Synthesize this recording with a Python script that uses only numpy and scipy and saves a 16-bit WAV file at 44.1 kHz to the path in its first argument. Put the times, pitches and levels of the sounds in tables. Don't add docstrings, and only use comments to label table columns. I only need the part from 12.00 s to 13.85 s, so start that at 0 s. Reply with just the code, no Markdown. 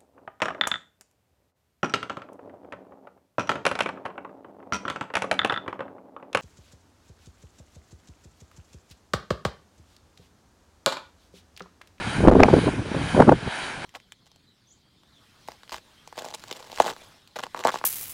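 import sys
import numpy as np
from scipy import signal
from scipy.fft import rfft, irfft, next_fast_len
from scipy.io import wavfile
from scipy.ndimage import uniform_filter1d, map_coordinates

SR = 44100
rng = np.random.default_rng(int(sys.argv[2]) if len(sys.argv) > 2 else 0)


def unload_wav(signal):
    wavfile.write(
        sys.argv[1],
        SR,
        np.round(np.clip(np.atleast_2d(signal).T, -1, 1) * 32767).astype(np.int16),
    )


def elevation(decibels):
    levels = np.asarray(decibels, float)
    return 10 ** (levels / 20)


N = 81585

# f/Hz, density/dB per Hz
FAR_SPECTRUM = [(100, -30), (300, 2.5), (1300, -2.5), (3200, -7.5), (5500, -15.5), (8000, -22.5),
                (9500, -18), (11400, -36.5)]
# t/s, level/dB
BLADE_PASSES = [
    (0.112, -39),
    (0.608, -40),
    (1.1, -39.5),
    (1.6, -40),
    (2.08, -30.5),
]
# f/Hz, density/dB per Hz
SWISH_SPECTRUM = [(120, -26), (250, -6), (450, -11.5), (880, -3), (1570, -2), (2000, -3), (4090, -19.5),
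                  (11200, -30)]
# f/Hz, density/dB per Hz
TEARING_SPECTRUM = [(1200, -17), (2000, -6), (2500, 2.5), (3300, 0.5), (4700, -3.5), (5300, -25),
                    (7000, -40)]
# f/Hz, density/dB per Hz
EDGE_SPECTRUM = [(3000, 15), (5000, -47), (6500, 4), (7900, -7), (8800, 5.5), (10300, 1.5), (11300, -27)]
# t/s, level/dB
RUMBLE_LEVEL = [(0.0, -33.5), (0.036, -39), (0.066, -34), (0.132, -36.5), (0.282, -15), (0.308, -24),
                (0.704, -32.5), (0.742, -36.5), (0.798, -28.5), (0.824, -39.5), (1.034, -33),
                (1.102, -37.5), (1.204, -30.5), (1.338, -26.5), (1.426, -50), (1.472, -34), (1.52, -57.5),
                (1.85, -44)]
# f/Hz, density/dB per Hz
RUMBLE_SPECTRUM = [(15, -30), (30, -10.5), (80, -4.5), (150, -2), (300, -12), (800, -34.5)]
# t/s, peak level/dB, size f/Hz
WIND_EDDIES = [(0.074, -24.5, 160), (0.185, -19.5, 250), (0.206, -17, 420), (0.227, -16, 186),
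               (0.24, -11, 400), (0.253, -7.5, 356), (0.265, -26, 204), (0.277, 1.5, 220),
               (0.284, 1, 470), (0.294, -3, 303), (0.3, -13, 236), (0.315, -6.5, 464),
               (0.323, -8.5, 390), (0.338, -32, 275), (0.354, -3.5, 390), (0.368, -3.5, 250),
               (0.379, -10, 191), (0.392, -8, 230), (0.404, 2, 600), (0.417, -5, 217),
               (0.427, -6.5, 253), (0.436, -0.5, 745), (0.446, -10, 537), (0.457, -5.5, 250),
               (0.467, -12.5, 217), (0.486, -5, 495),
               (0.503, -12.5, 346), (0.515, -17.5, 161), (0.533, -12, 286), (0.54, -2, 333),
               (0.552, -13, 342), (0.569, -7, 320), (0.585, -10.5, 258), (0.62, -20, 219),
               (0.642, -17, 293), (0.672, -9, 227), (0.686, -10.5, 354), (0.739, -20.5, 236),
               (0.795, -19.5, 163), (0.92, -18.5, 272), (0.949, -16, 410), (0.971, -16, 242),
               (1.014, -22.5, 217), (1.437, -23.5, 168), (1.478, -20, 187), (1.846, -29.5, 348),
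               (1.15, -11, 440), (1.168, -11.5, 474), (1.18, -7, 297), (1.191, -11, 339),
                      (1.202, 3, 450), (1.208, -2.5, 406), (1.223, -4, 525), (1.231, -7, 265),
                      (1.252, -14.5, 274), (1.262, -30, 157), (1.282, -5, 264), (1.294, -0.5, 470),
                      (1.315, -27, 249.4), (1.323, -2.5, 477), (1.33, -7, 357), (1.35, -32, 134),
               (.398, -12, 900),
    (.4318, -9, 1100),
    (.4346, 2, 1700),
    (.324, -24, 800),
    (1.2955, -12, 600),
    (.951, -24, 600),
    (.4365, -4, 500),
    (1.197, -5, 330),
    (.4035, -11, 950),
               (.821, -24, 230),
    (.858, -27, 280),
    (1, -25.5, 230),
    (.679, -15.5, 510),
]
# f/Hz, density/dB per Hz
FLUTTER_SPECTRUM = [(40, -36), (90, -5), (250, 0), (600, -9), (1100, -12.5), (2500, -38), (5000, -71)]
# t/s, height/full scale
PRESSURE_JOLTS = [
    (.5317, -.6),
    (.5407, 1.2),
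    (1.3168, .85),
    (.6733, -.4),
    (1.4775, -.13),
    (1.2952, -1.3),
    (1.2962, 1.3),
    (1.2015, -1.0),
    (1.2068, -1.0),
    (.4046, 1.1),
]
# from t/s, to t/s, kick in/full scale, kick out/full scale
CAPSULE_STALLS = [
    (.2687, .2742, -.35, -1.3),
    (.2862, .289, .25, .5),
    (.3029, .3108, .5, .2),
    (.3266, .3316, .33, .5),
    (.3368, .3425, -.5, -.2),
    (.4215, .4253, -.4, -.5),
    (.4526, .4562, .07, .5),
]

ECHO_S, ECHO_SHARE, ECHO_TOP_HZ = 1 / 783, 0.44, 9000
EDDY_CYCLES, EDDY_DB = 1, -3.5
EDDY_RISE, EDDY_CUT = 1.108, 0.97
FLUTTER_DB, FLUTTER_SPREAD_S = -9, 0.022
LUMP_DB = 2.5
JOLT_S, LOW_CUT_HZ = 0.00035, 68
KICK_POWER, KICK_FALL_S = 1.3, 0.0004
CLIP, TOP_HZ = 1.0, 11400


def unit(x):
    return x / np.sqrt(np.mean(x ** 2) + 1e-20)


def along(points, hz):
    f, v = np.transpose(points)
    return np.interp(np.log(hz + 1), np.log(f + 1), v, left=-120, right=-120)


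def wobble(rate):
    knots = rng.standard_normal(int(N * rate / SR) + 4)
    return map_coordinates(knots, [np.arange(N) * rate / SR])


def filtered(x, response):
    m = next_fast_len(N + 8192)
    return irfft(rfft(x, m) * response(np.fft.rfftfreq(m, 1 / SR)), m)[:N]


def rush(spectrum, patchy_db):
    cells = signal.stft(rng.standard_normal(N), nperseg=512)[2]
    field = uniform_filter1d(rng.standard_normal(cells.shape), size=6, axis=0)
    field = uniform_filter1d(field, size=10, axis=1)
    noise = signal.istft(cells * elevation(patchy_db * unit(field)), nperseg=512)[1][:N]
    return unit(filtered(noise, lambda hz: elevation(along(spectrum, hz))))


def far_field():
    return elevation(-40 + 1.7 * wobble(5.36)) * rush(FAR_SPECTRUM, patchy_db=1.6)


def swell(rise_s, fall_s, lag_s):
    t = np.arange(N) / SR - lag_s
    power = 0
    for s, db in BLADE_PASSES:
        span = np.where(t < s, rise_s, fall_s)
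        power = power + elevation(2 * db) * np.exp(-((t - s) / span) ** 2)
    return np.sqrt(power)


def swish():
    gain = elevation(6 + 0.91 * wobble(13.8)) * swell(0.15, 0.12, lag_s=0.016)
    return gain * rush(SWISH_SPECTRUM, patchy_db=0.4)


def tearing():
    gain = elevation(-1 + 1.2 * wobble(17.3)) * swell(0.14, 0.057, lag_s=0.016)
    return gain * rush(TEARING_SPECTRUM, patchy_db=2.1)


def edge_hiss():
    gain = elevation(-7 + 0.61 * wobble(23)) * swell(0.072, 0.1, lag_s=0.0093)
    return gain * rush(EDGE_SPECTRUM, patchy_db=-1.2)


def reflected(x):
    def response(hz):
        share = ECHO_SHARE / (1 + (hz / ECHO_TOP_HZ) ** 2)
        return 1 + share * np.exp(-2j * np.pi * hz * ECHO_S)
    return filtered(x, response)


def turbines():
    near = swish() + tearing() + edge_hiss()
    return reflected(near) + far_field()


def rumble():
    t, db = np.transpose(RUMBLE_LEVEL)
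    gain = elevation(np.interp(np.arange(N) / SR, t, db) + 3)
    return gain * unit(elevation(LUMP_DB * wobble(24.72)) * rush(RUMBLE_SPECTRUM, patchy_db=0.0))


def eddies():
    events = WIND_EDDIES
    s, db, size_hz = np.transpose(events)
    size_hz = size_hz[:, None]
    width = 2048
    u = np.fft.rfftfreq(width, 1 / SR) / size_hz
    fall = np.exp(-(u / EDDY_CUT) ** 1.344) + 0.02 / (1 + u ** 2.27)
    swings = irfft(rfft(rng.standard_normal((len(s), width))) * u ** EDDY_RISE * fall)
    t = (np.arange(width) - width // 2) / SR
    bell = np.exp(-0.5 * (t * size_hz / EDDY_CYCLES) ** 2)
    swings = swings * bell
    evened = np.sqrt((bell ** 2).sum(1) / (swings ** 2).sum(1))
    swings = swings * (evened * elevation(db + EDDY_DB))[:, None]
    at = np.round(s * SR).astype(int)[:, None] + np.arange(width)
    return np.bincount(at.ravel(), swings.ravel(), N + 2 * width)[width // 2:][:N]


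def flutter(gusts):
    strength = np.sqrt(np.abs(uniform_filter1d(gusts ** 2, int(FLUTTER_SPREAD_S * SR))))
    ragged = unit(elevation(LUMP_DB * wobble(90)) * rush(FLUTTER_SPECTRUM, patchy_db=3.0))
    return elevation(FLUTTER_DB) * strength * ragged


def jolts():
    t = np.arange(N) / SR
    return sum(height * np.exp(-0.5 * ((t - s) / JOLT_S) ** 2) for s, height in PRESSURE_JOLTS)


def buffeting():
    gusts = eddies()
    pressure = gusts + flutter(gusts) + jolts()
    return filtered(pressure, lambda hz: hz ** 2 / (hz ** 2 + LOW_CUT_HZ ** 2))


def scene():
    return (turbines() + buffeting() + rumble())[None]


def kick(t):
    u = np.maximum(t, 0) / KICK_FALL_S
    shape = u ** KICK_POWER * np.exp(-u)
    return shape / shape.max()


def stalled(x):
    t = np.arange(N) / SR
    for start, end, kick_in, kick_out in CAPSULE_STALLS:
        dying = np.exp(-np.maximum(t - start, 0) / 0.0001)
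        waking = 1 - np.exp(-np.maximum(t - end, 0) / 0.0008)
        live = np.where(t < start, 1, np.where(t < end, dying, waking))
        x = x * live + kick_in * kick(t - start) + kick_out * kick(t - end)
    return x


def low_pass(x):
    return signal.sosfilt(signal.butter(12, 11380, fs=SR, output="sos"), x)


def record(dry):
    x = stalled(dry[0])
    x = filtered(x, lambda hz: 1 / (1 + (hz / TOP_HZ) ** 60))
    mix = np.clip(x, -CLIP, CLIP)[None]
    return low_pass(mix)


dry = scene()
out = record(dry)
unload_wav(out)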